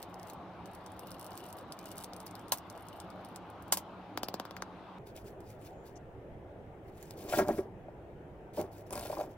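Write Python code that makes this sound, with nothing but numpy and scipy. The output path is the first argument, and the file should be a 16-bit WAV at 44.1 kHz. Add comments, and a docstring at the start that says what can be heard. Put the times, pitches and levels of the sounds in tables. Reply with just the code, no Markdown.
"""Small parts on a workshop bench

Close stereo pair at a wooden bench: hands sort plastic bags of pen parts (film snaps over fine crackle),
drop them (noise ticks, ringing wood modes) and pat palms (skin ticks over a falling air tone).
Then a marker, a resin block and brass tubes slide and tap (gritty hiss, slips, short brass modes).
Short reflections and a ventilation rumble surround the bench; at 4.985 s the rumble switches colour and width.
"""
import sys
import numpy as np
from scipy import signal
from scipy.fft import rfft, irfft
from scipy.io import wavfile
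from scipy.ndimage import uniform_filter1d

SR = 44100
rng = np.random.default_rng(int(sys.argv[2]) if len(sys.argv) > 2 else 0)


def inscribe(sig):
    """Save sig as 16-bit PCM at rate SR to the path in sys.argv[1].

    A 1-D sig is mono; a 2-D sig holds one channel per row.
    Samples are clipped to [-1, 1] before scaling.
    """
    pcm = np.round(np.clip(np.atleast_2d(sig).T, -1, 1) * 32767)
    wavfile.write(sys.argv[1], SR, pcm.astype(np.int16))


N = 413216

# Levels are set per layer, ahead of bench bounce, microphone pair and reflections; spectra are relative.
# Snaps of plastic film: t of peak/s, nominal level/dB, centre f/Hz
FILM_SNAPS = [(0.02, -47, 4460), (0.0283, -36.5, 4040), (0.1433, -47.5, 10800), (0.1976, -47, 5170),
              (0.231, -45.5, 8000), (0.2732, -45, 8500), (0.2848, -49, 9300), (0.2961, -59, 7750),
              (0.2998, -38.5, 3870), (0.3345, -46, 11700), (0.6583, -43, 9200), (0.735, -51, 10000),
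              (0.7504, -42.5, 8600), (0.863, -39, 6600), (0.9197, -49, 8700), (0.9937, -39, 12800),
              (1.072, -42, 11650), (1.1068, -42, 10700), (1.117, -37, 10300), (1.1963, -39.5, 13100),
              (1.2126, -40.5, 11200), (1.2284, -45, 10600), (1.245, -41, 12500), (1.2655, -40, 8500),
              (1.3767, -38.5, 5360), (1.4648, -49, 11000), (1.5008, -51, 8600), (1.528, -38.5, 12400),
              (1.586, -41, 7000), (1.723, -34.5, 4930), (1.791, -39.5, 4250), (1.83, -50, 4900),
              (1.8575, -36.5, 4300), (1.8685, -49, 9100), (1.889, -46, 12700), (1.906, -48, 10600),
              (1.9165, -35, 10700), (1.9228, -45, 11300), (1.9573, -50, 12100), (1.9821, -35, 9500),
              (1.99, -43, 5570), (2.0104, -43, 11600), (2.0263, -43, 10200), (2.0383, -33, 9600),
              (2.0442, -35, 7400), (2.1347, -39.5, 5400), (2.1652, -44, 9500), (2.2032, -38.5, 8700),
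              (2.2653, -37.5, 12100), (2.2695, -40, 4930), (2.2797, -48, 6000), (2.3113, -47, 7600),
              (2.3537, -40.5, 3330), (2.3952, -48, 6940), (2.4832, -47, 10200), (2.495, -50, 10000),
              (2.5746, -40, 9600), (2.5845, -40, 6350), (2.7006, -40, 9700), (2.777, -48, 8300),
              (2.886, -41.5, 9700), (2.9371, -56, 13900), (3.002, -38, 7240), (3.1034, -47.5, 5200),
              (3.249, -43.5, 10300), (3.2885, -53, 9300), (3.361, -35, 7060), (3.5017, -53, 8340),
              (3.624, -47.5, 10150), (3.682, -51, 8000)]
# Colour of the fine crackle: f/Hz, level per Hz/dB
FILM_SPECTRUM = [(1470, -37.5), (2500, -15), (2880, 13), (3190, -1.5), (7980, -13.5), (13500, -6),
                 (15500, -12), (16500, -19)]
# How hard the bags are crumpled: t/s, crackle level/dB
CRUMPLE_EFFORT = [(0, -72), (.1, -82.5), (.3, -73.5), (.4, -92), (.62, -91), (.68, -77.5), (.97, -75.5),
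                  (1.1, -68.5), (1.42, -66.5), (1.6, -72), (1.67, -82.5), (1.79, -72.5), (2.0, -64.5),
                  (2.08, -77), (2.28, -73.5), (2.45, -78), (2.56, -71.5), (2.65, -88.5), (2.72, -71.5),
                  (3.0, -71), (3.07, -82.5), (3.3, -75), (3.42, -86), (3.6, -86), (3.72, -73)]
# Palms patting together: t/s, tick peak level/dB, slap level/dB, thump level/dB, thump reference f/Hz
PALM_PATS = [(4.1738, -28.5, -27.5, -23.5, 915), (4.2315, -25.5, -28, -24, 840),
             (4.2844, -29.5, -31, -29, 770), (4.3401, -30, -32, -24.5, 696), (4.3973, -36, -30, -25.5, 840),
             (4.4513, -41, -39.5, -34, 950), (4.5082, -46, -38, -37, 706),
             (4.5652, -35.5, -55, -32.5, 1460), (4.6212, -40, -31.5, -24.5, 1160)]
# Blows on the bench: t/s, tick peak level/dB, tick centre f/Hz, rattle peak level/dB, wood level/dB, wood centre f/Hz
BENCH_BLOWS = [(2.5205, -15.5, 13200, -20, -24, 1130), (3.7228, -11.5, 8400, -16, -22.5, 1300),
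               (3.7708, -22.5, 5580, -30, -31, 918), (5.1632, -38.5, 7900, -59, -59, 531),
               (5.4036, -51, 10200, -59, -56, 656), (7.0265, -33.5, 6830, -52, -46, 511),
               (7.1076, -32.5, 7260, -57, -50, 653), (7.4829, -34.5, 5070, -51, -41, 590),]
# The block rocking on the bench: t/s, main wood level/dB, centre f/Hz
BLOCK_BUMPS = [(7.25, -35.5, 363), (7.325, -23.5, 684), (7.336, -22, 710), (7.374, -27, 380),
               (7.384, -24.5, 543), (7.391, -18, 444), (7.415, -23, 314), (7.489, -22.5, 616),
               (7.503, -27, 280), (7.582, -26, 350), (7.59, -22.5, 407), (7.884, -38.5, 630),
               (8.574, -30.5, 640), (8.583, -35, 670), (8.594, -25, 398), (8.605, -26, 406),
               (8.64, -33.5, 388), (9.054, -36, 665), (9.099, -29.5, 604), (9.127, -31, 754),
               (9.17, -33, 784), (9.189, -31, 608), (9.2, -29, 733), (9.21, -24.5, 585)]
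# Bench top modes: f/Hz, relative level/dB, undamped t60/s
BENCH_MODES = [(228, -10, 0.21), (323.5, -4.5, 0.093), (384, -2.5, 0.08), (497.6, -4.5, 0.052),
               (603.4, 4.5, 0.062), (684, 2.5, 0.057), (789.7, 1, 0.049), (907, -4, 0.095),
               (1002, -0.5, 0.061), (1085, -2.5, 0.053), (1398, -3.5, 0.033), (1635, -11.5, 0.062),
               (1862, -10.5, 0.024), (2260, -9, .03)]
# Rustles of skin and sliding parts: t at full pressure/s, rise/s, hold/s, hiss level/dB
HISS_STROKES = [(5.07, 0.014, .002, -63), (5.164, 0.016, 0.014, -60), (5.27, 0.027, .002, -61),
                (5.505, 0.074, .002, -63.5), (5.661, 0.071, .002, -61), (5.865, .03, .012, -65.5),
                (6.882, 0.053, .002, -74.5), (6.984, 0.064, 0.15, -69), (7.176, 0.01, .11, -60.5),
                (7.293, 0.0062, .05, -54), (7.387, 0.1, .002, -42), (7.478, 0.01, .11, -59),
                (8.589, 0.055, 0.0018, -51), (8.72, 0.011, 0.081, -67.5), (8.868, 0.011, .002, -71),
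                (8.929, 0.02, 0.15, -54), (9.101, 0.012, 0.13, -59.5), (9.31, 0.018, .002, -72)]
# Parts dragged on the wood: t at full pressure/s, rise/s, hold/s, low scrape level/dB, high scrape level/dB
WOOD_SLIDES = [(7.292, 0.11, 0.016, -42, -61), (7.336, 0.017, .006, -39.5, -40.5),
               (7.387, 0.017, 0.014, -28, -36), (7.486, 0.012, 0.024, -36, -52),
               (7.578, .011, 0.019, -41, -56), (8.586, 0.019, .002, -34.5, -73),
               (8.924, .03, 0.15, -47, -59.5), (9.124, 0.066, .11, -42.5, -63)]
# Colour of the sliding hiss: f/Hz, level per Hz/dB
SKIN_SPECTRUM = [(880, -46), (1500, -12.5), (2500, 0.5), (2710, -4.5), (5580, -5.5), (8510, -8),
                 (15100, -5.5), (16000, -1), (16500, -27)]
# Faint thin tones: start t/s, end t/s, f/Hz, width f/Hz, level before the fades/dB
THIN_TONES = [(5.7, 5.904, 6900, 403, -85), (5.954, 5.983, 6100, 890, -66)]
# Brass tubes clinking on the block: t/s, tick peak level/dB, wood level/dB
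TUBE_CLINKS = [(8.9062, -36, -36), (8.9252, -30.5, -35), (8.9304, -32, -32.5), (8.9364, -39, -34),
               (8.954, -32, -32), (8.976, -33.5, -31.5), (8.994, -36, -35.5), (9.0094, -39, -35),
               (9.0246, -45, -42), (9.0573, -43, -38)]
# Brass tube modes: f/Hz, relative level/dB, t60 of a tube left free/s
BRASS_MODES = [(2340, -11, 0.15), (2500, -2.5, 0.2), (5100, 0, .06), (6900, -19, 0.06), (8800, -5, 0.058),
               (9200, 2, .06), (10400, -7, 0.042)]
# Side signal against mid at the microphone pair: f/Hz, level/dB
SIDE_LEVEL = [(60, -17), (130, -19.5), (290, -25.5), (640, -15), (1410, -8), (3100, -1.5), (6820, 6),
              (15000, 3)]
# Left microphone over right: f/Hz, level/dB
LEFT_TILT = [(60, -2.5), (150, -1.7), (380, -0.5), (950, 1), (2380, 2.5), (5980, 2.4), (15000, 0.0)]
# Room rumble, one spectrum before the switch and one after: f/Hz, level per Hz/dB
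RUMBLE_SPECTRA = ([(20, -29.5), (91, -3.5), (143, -11), (184, 0.5), (212, -8.5), (305, -2.5), (440, -8),
                  (750, -3.5), (1240, -10.5), (1840, -22), (3620, -27), (5500, -40), (7500, -48),
                  (12000, -50), (15600, -51), (16500, -67.5)], [(20, -12), (48, -9.5), (108, -2.5),
                  (260, -11), (342, -4), (480, -7), (670, -9.5), (860, -14.5), (1050, -22.5), (1700, -26.5),
                  (3100, -37.5), (4400, -50), (7000, -51.5), (12500, -55), (15500, -52), (16500, -68)])
# Left-right likeness of the rumble, before the switch and after: f/Hz, correlation (1 = alike)
RUMBLE_LIKENESS = ([(60, 1), (180, 0.88), (550, 0.99), (1650, 0.644), (4970, 0.2), (15000, 0.09)],
                    [(60, 0.95), (180, 0.96), (550, 0.93), (1650, 0.16), (4970, 0.022), (15000, 0.06)])
# Wavering hum lines: start t/s, end t/s, f/Hz, width f/Hz, level/dB
HUM_LINES = [(0, 4.985, 183.1, 14, -60), (0, 4.985, 104, 12, -64), (4.985, 9.37, 103, 14, -64),
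             (4.985, 9.37, 59, 21, -65)]

RUMBLE_SWITCH_S = 4.985
RUMBLE_LEVELS_DB = -49, -49.5  # rms before and after the switch
TICK_RISE_S = .0012  # a tick swells this long before its peak
LESSER_ABOVE_DB, LESSER_SPREAD_DB = 22, 9  # loudest lesser snap over the crackle, and range below it
LESSER_LOW_HZ, LESSER_HIGH_HZ = 7500, 14030
THUMP_CYCLES = 15  # the trapped air dies by 60 dB in this many periods of its reference pitch
ENTRY_DB = -16.5  # a sliding contact starts this far under its full level
HISS_FALL_DB_PER_S, LOW_FALL_DB_PER_S, HIGH_FALL_DB_PER_S = 336, 233, 407
BRASS_RING_DB, BRASS_HELD_T60_S = -5, .012  # fingers stop the ring early
BOUNCE_S, BOUNCE_DB = .000217, -11.5  # the bench top mirrors the bags just below them
RECORDER_EDGE_HZ = 15950


def bags(lesser_count=85):
    """Large snaps of the film over a shower of tiny ones that follows the crumpling."""
    t = np.arange(N) / SR
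    times, levels = np.transpose(CRUMPLE_EFFORT)
    effort = gain_of(np.interp(t, times, levels)) * (t < times[-1])

    clumps = rng.exponential(1, N // 500 + 1).repeat(500)[:N]  # creases give way in bursts
    fires = rng.random(N) < clumps * 900 / SR
    size = gain_of(5.4 * np.minimum(rng.exponential(1, N), 3)) * fires
    crackle = size * rng.standard_normal(N) + 0.11 * rng.standard_normal(N)
    out = effort * patchy(coloured(crackle, FILM_SPECTRUM), 4.0)

    # lesser snaps fall by chance, thickest and loudest where the crumpling is hardest
    share = np.cumsum(effort[::100]) / effort[::100].sum()
    for when, weakness, pitch in rng.random((lesser_count, 3)):
        at = np.searchsorted(share, when) * 100 / SR
        db = np.interp(at, times, levels) + LESSER_ABOVE_DB - LESSER_SPREAD_DB * weakness
        add(out, at, snap(db, LESSER_LOW_HZ + (LESSER_HIGH_HZ - LESSER_LOW_HZ) * pitch))
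    for s, db, hz in FILM_SNAPS:
        add(out, s - TICK_RISE_S, snap(db, hz))
    return out


def snap(db, hz):
    """One crease gives way: a click, a faint tail, and a fixed, very short treble hump."""
    click = tick(db + 3.5, hz, 0.002, sharp=0.75, tone=0.49)
    tail = tick(db - 11.0, hz, 0.063, sharp=0.7, tone=0.28)
    treble = tick(db - 0.1, 16000, 0.0011, sharp=0.12, tone=0.28)
    return click + tail + treble


def bounced(x):
    """Adds the delayed, weaker reflection from the bench top."""
    hz = np.fft.rfftfreq(N, 1 / SR)
    reflection = gain_of(BOUNCE_DB) * np.exp(-2j * np.pi * hz * BOUNCE_S)
    return irfft(rfft(x) * (1 + reflection), N)


def palms():
    """Skin tick and slap, then trapped air that drops in pitch as the palms close."""
    out, t = np.zeros(N), np.arange(1500) / SR
    for s, db, slap_db, thump_db, hz in PALM_PATS:
        glide_hz = hz * (0.27 + 1.51 * np.exp(-t / 0.0011))
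        decay = gain_of(-60 * t * hz / THUMP_CYCLES)
        thump = np.sin(2 * np.pi * np.cumsum(glide_hz) / SR) * decay
        add(out, s, tick(db, 14400, 0.0014, sharp=0.12, tone=0.82))
        add(out, s, tick(db - 11.5, 4800, 0.061, sharp=0.15, tone=0.66))
        add(out, s + 0.00041, tick(slap_db, 3150, 0.005, sharp=0.35, tone=1.0))
        add(out, s + 0.0017, gain_of(thump_db) * thump)
    return out


def blows():
    """Tick, a rattling tail of loose parts and the wood answering just after; the rocking block rings wood alone."""
    out = np.zeros(N)
    for s, db, hz, rattle_db, wood_db, wood_hz in BENCH_BLOWS:
        add(out, s, tick(db, hz, 0.0069))
        add(out, s, tick(rattle_db, hz, 0.081, sharp=1.2, tone=0.12))
        add(out, s + 0.0016, gain_of(wood_db) * wood(wood_hz, 0.23, spread=0.38))
    for s, db, hz in BLOCK_BUMPS:
        body = wood(hz, 1.8, spread=0.24, damp=1.42)
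        upper = gain_of(-19) * wood(1600, 0.73, spread=0.37, damp=1.45)
        add(out, s, gain_of(db) * (body + upper))
    return out


def wood(hz, rise_ms, spread=.55, damp=1):
    """Bench modes near hz ring, phase and size of each drawn at random; a part left lying damps them."""
    f, db, t60 = np.transpose(BENCH_MODES)[:, :, None]
    t, draw = np.arange(6000) / SR, rng.standard_normal((len(BENCH_MODES), 2, 1))
    nearness = np.exp(-.5 * (np.log(f / hz) / spread) ** 2)  # spread is in log frequency
    size = nearness * gain_of(db + 0.78 * draw[:, 0])
    decay = gain_of(-60 * damp * t / t60)
    ring = (size * decay * np.sin(2 * np.pi * f * t + .8 * draw[:, 1])).sum(0)
    ring *= 1 - np.exp(-t * 1000 / rise_ms)
    return ring / abs(ring).max()


def tick(db, hz, t60, sharp=0.081, tone=0.11):
    """A short noise burst: tone mixes in a hump at hz, of width sharp * hz, against wide noise."""
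    t = np.arange(4000) / SR
    noise = signal.lfilter([1, -1], [1, -.75], rng.standard_normal(len(t)))  # bass removed
    swell = np.minimum(t / TICK_RISE_S, 1) ** 9.9
    decay = gain_of(-60 * np.maximum(t - TICK_RISE_S, 0) / t60)
    hump = evened(band(noise, hz, hz * sharp))
    burst = (tone * hump + (1 - tone) * evened(noise)) * swell * decay
    return gain_of(db) * burst / abs(burst).max()


def slides():
    """Rough contact: a gritty hiss, slips that ring low and high bench modes, and faint thin tones."""
    grit = rng.standard_normal(N) * gain_of(2.0 * rng.exponential(1, N // 40 + 1).repeat(40)[:N])
    grit *= gain_of(1.14 * rng.exponential(1, N // 220 + 1).repeat(220)[:N])  # the grip catches and lets go
    hiss = patchy(coloured(grit, SKIN_SPECTRUM), 2.16)
    low = scrape(370, 0.48, 0.56, 150)
    high = scrape(1700, 0.39, 0.3, 150)

    hiss_gain, low_gain, high_gain = np.zeros((3, N))
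    for row in HISS_STROKES:
        add(hiss_gain, *contact(*row, HISS_FALL_DB_PER_S))
    for s, rise_s, hold_s, low_db, high_db in WOOD_SLIDES:
        add(low_gain, *contact(s, rise_s, hold_s, low_db, LOW_FALL_DB_PER_S))
        add(high_gain, *contact(s, rise_s, hold_s, high_db, HIGH_FALL_DB_PER_S))
    out = hiss_gain * hiss + low_gain * low + high_gain * high

    for start, end, hz, width, db in THIN_TONES:
        count = round((end - start) * SR)
        thin = evened(band(rng.standard_normal(count), hz, width))
        add(out, start, gain_of(db) * thin * signal.windows.tukey(count, .4))
    return out


def scrape(hz, rise_ms, spread, slips_per_s):
    """Four streams of irregular slips, each at the given rate and with its own random ring of the bench."""
    slips = rng.standard_normal((4, N)) * (rng.random((4, N)) < slips_per_s / SR)
    return evened(sum(signal.oaconvolve(row, wood(hz, rise_ms, spread))[:N] for row in slips))


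def contact(s, rise_s, hold_s, db, fall_db_per_s):
    """Start time and gain of one contact: it swells, holds, and fades at a steady dB rate."""
    t = np.arange(-rise_s, hold_s + 0.18, 1 / SR)  # 0 at full pressure
    entry_db = ENTRY_DB * np.maximum(-t / rise_s, 0)
    fall_db = fall_db_per_s * np.maximum(t - hold_s, 0)
    return s + t[0], gain_of(db + entry_db - fall_db)


def tubes():
    """Each clink: a bright tick, the held tube ringing briefly, and the wood below."""
    out, t = np.zeros(N), np.arange(2000) / SR
    f, mode_db, t60 = np.transpose(BRASS_MODES)[:, :, None]
    decay_db = -60 * t * (1 / t60 + 1 / BRASS_HELD_T60_S)
    for s, db, wood_db in TUBE_CLINKS:
        draw = rng.standard_normal((len(BRASS_MODES), 2, 1))  # random size and phase of each mode
        size = gain_of(mode_db + 3.0 * draw[:, 0] + decay_db)
        ring = (size * np.sin(2 * np.pi * (f * t + draw[:, 1]))).sum(0)
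        add(out, s + TICK_RISE_S, gain_of(db + BRASS_RING_DB) * ring / abs(ring).max())
        add(out, s, tick(db, 9100, 0.0049, sharp=0.27, tone=0.69))
        add(out, s, tick(db - 26, 9000, 0.054, sharp=1.2, tone=0.35))
        add(out, s + 0.00162, gain_of(wood_db) * wood(790, 0.23, spread=0.55, damp=1.6))
    return out


def microphone_pair(x):
    """Stereo width: randomly smeared copies, faded in turn, make left and right differ in the treble."""
    hz, t, unlike = np.fft.rfftfreq(N, 1 / SR), np.arange(N) / SR, 0
    for k in range(3):
        # a quarter turn of phase in the bass, random lags above it
        wander = rng.standard_normal(129) * np.clip(np.arange(129) / 14 - 1, 0, 1)
        lag = np.pi / 2 + np.cumsum(wander) * 0.84
        smear = np.fft.fftshift(irfft(np.exp(1j * lag)))
        turn = np.sqrt(2 / 3) * np.cos(np.pi * (t * 23 + k / 3))
        unlike = unlike + turn * signal.oaconvolve(x * turn, smear, "same")
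    sign = np.array([[1], [-1]])  # left, right
    side = sign * rfft(unlike) * gain_of(read(SIDE_LEVEL, hz))
    tilt = gain_of(sign * read(LEFT_TILT, hz) / 2)
    return irfft((rfft(x) + side) * tilt, N)


def workshop(x, t60=0.049):
    """Sparse reflections of random sign, different at each microphone."""
    taps = np.zeros((2, 12000))
    at = np.arange(60, 11970, 20) + rng.integers(0, 20, (2, 596))
    np.put_along_axis(taps, at, rng.choice([-1., 1.], at.shape), 1)
    taps *= gain_of(-60 * np.arange(12000) / SR / t60)
    both = taps.mean(0)  # long waves reach both microphones alike
    taps = both + signal.lfilter(*signal.butter(2, 1100, "high", fs=SR), taps - both)
    return signal.oaconvolve(x[None], taps / np.linalg.norm(taps[0]), axes=1)[:, :N]


def rumble():
    """Ventilation as patchy noise whose colour and width switch once, with narrow wavering hum lines."""
    frames, hz = N // 512 + 5, np.fft.rfftfreq(2048, 1 / SR)
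    a, b, c, d, patches = rng.standard_normal((frames, 1025, 5)).T
    patches = evened(uniform_filter1d(uniform_filter1d(patches, 14, 0), 5, 1))
    left, other = a + 1j * b, c + 1j * d
    tilt_db = np.outer([.5, -.5], read(LEFT_TILT, hz))[:, :, None]

    out, t = np.zeros((2, N)), np.arange(N) / SR
    spans = t < RUMBLE_SWITCH_S, t >= RUMBLE_SWITCH_S
    for spectrum, db, likeness, on in zip(RUMBLE_SPECTRA, RUMBLE_LEVELS_DB, RUMBLE_LIKENESS, spans):
        same = np.clip(read(likeness, hz), -1, 1)[:, None]
        right = same * left + np.sqrt(1 - same ** 2) * other
        colour_db = read(spectrum, hz)[:, None] + 1.7 * patches + tilt_db
        z = np.array([left, right]) * gain_of(colour_db)
        noise = signal.istft(z, nperseg=2048, noverlap=1536)[1][:, :N]
        out += on * gain_of(db) * evened(noise)
    for start, end, f, width, db in HUM_LINES:
        line = band(band(rng.standard_normal(N), f, width), f, width)
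        out += (t >= start) * (t < end) * gain_of(db) * evened(line)
    return out


def gain_of(db):
    """Decibels to a factor."""
    return 10 ** (np.asarray(db) / 20)


def evened(x):
    """Scales to rms 1."""
    return x / np.sqrt(np.mean(x ** 2) + 1e-20)


def read(points, hz):
    """Reads a spectrum table on a log-frequency axis."""
    f, value = np.transpose(points)
    return np.interp(np.log(hz + 1), np.log(f + 1), value)


def add(mix, s, sound):
    """Mixes a sound in at time s."""
    part = mix[max(round(s * SR), 0):][:len(sound)]
    part += sound[:len(part)]


def coloured(x, points):
    """Filters x by the spectrum of a table, rms 1."""
    gain = gain_of(read(points, np.fft.rfftfreq(len(x), 1 / SR)))
    return evened(irfft(rfft(x) * gain, len(x)))


def band(x, hz, width):
    """One resonance of gain 1."""
    return signal.lfilter(*signal.iirpeak(hz, hz / width, SR), x)


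def patchy(x, spread_db):
    """Lets the colour drift: random patches of level across time and pitch, rms 1."""
    z = signal.stft(x, nperseg=256)[2]
    patches = uniform_filter1d(uniform_filter1d(rng.standard_normal(z.shape), 12, 0), 6, 1)
    return evened(signal.istft(z * gain_of(spread_db * evened(patches)), nperseg=256)[1][:N])


def scene():
    """Bench sounds at the microphones, their reflections and the rumble."""
    near = bounced(bags()) + palms() + blows() + slides() + tubes()
    return microphone_pair(near) + gain_of(-8.5) * workshop(near) + rumble()


def record(dry):
    """The band limit of the recorder, a steep low-pass."""
    low_pass = signal.firwin(161, RECORDER_EDGE_HZ, window=("kaiser", 9), fs=SR)
    return signal.oaconvolve(dry, low_pass[None], "same")


dry = scene()
out = record(dry)
inscribe(out)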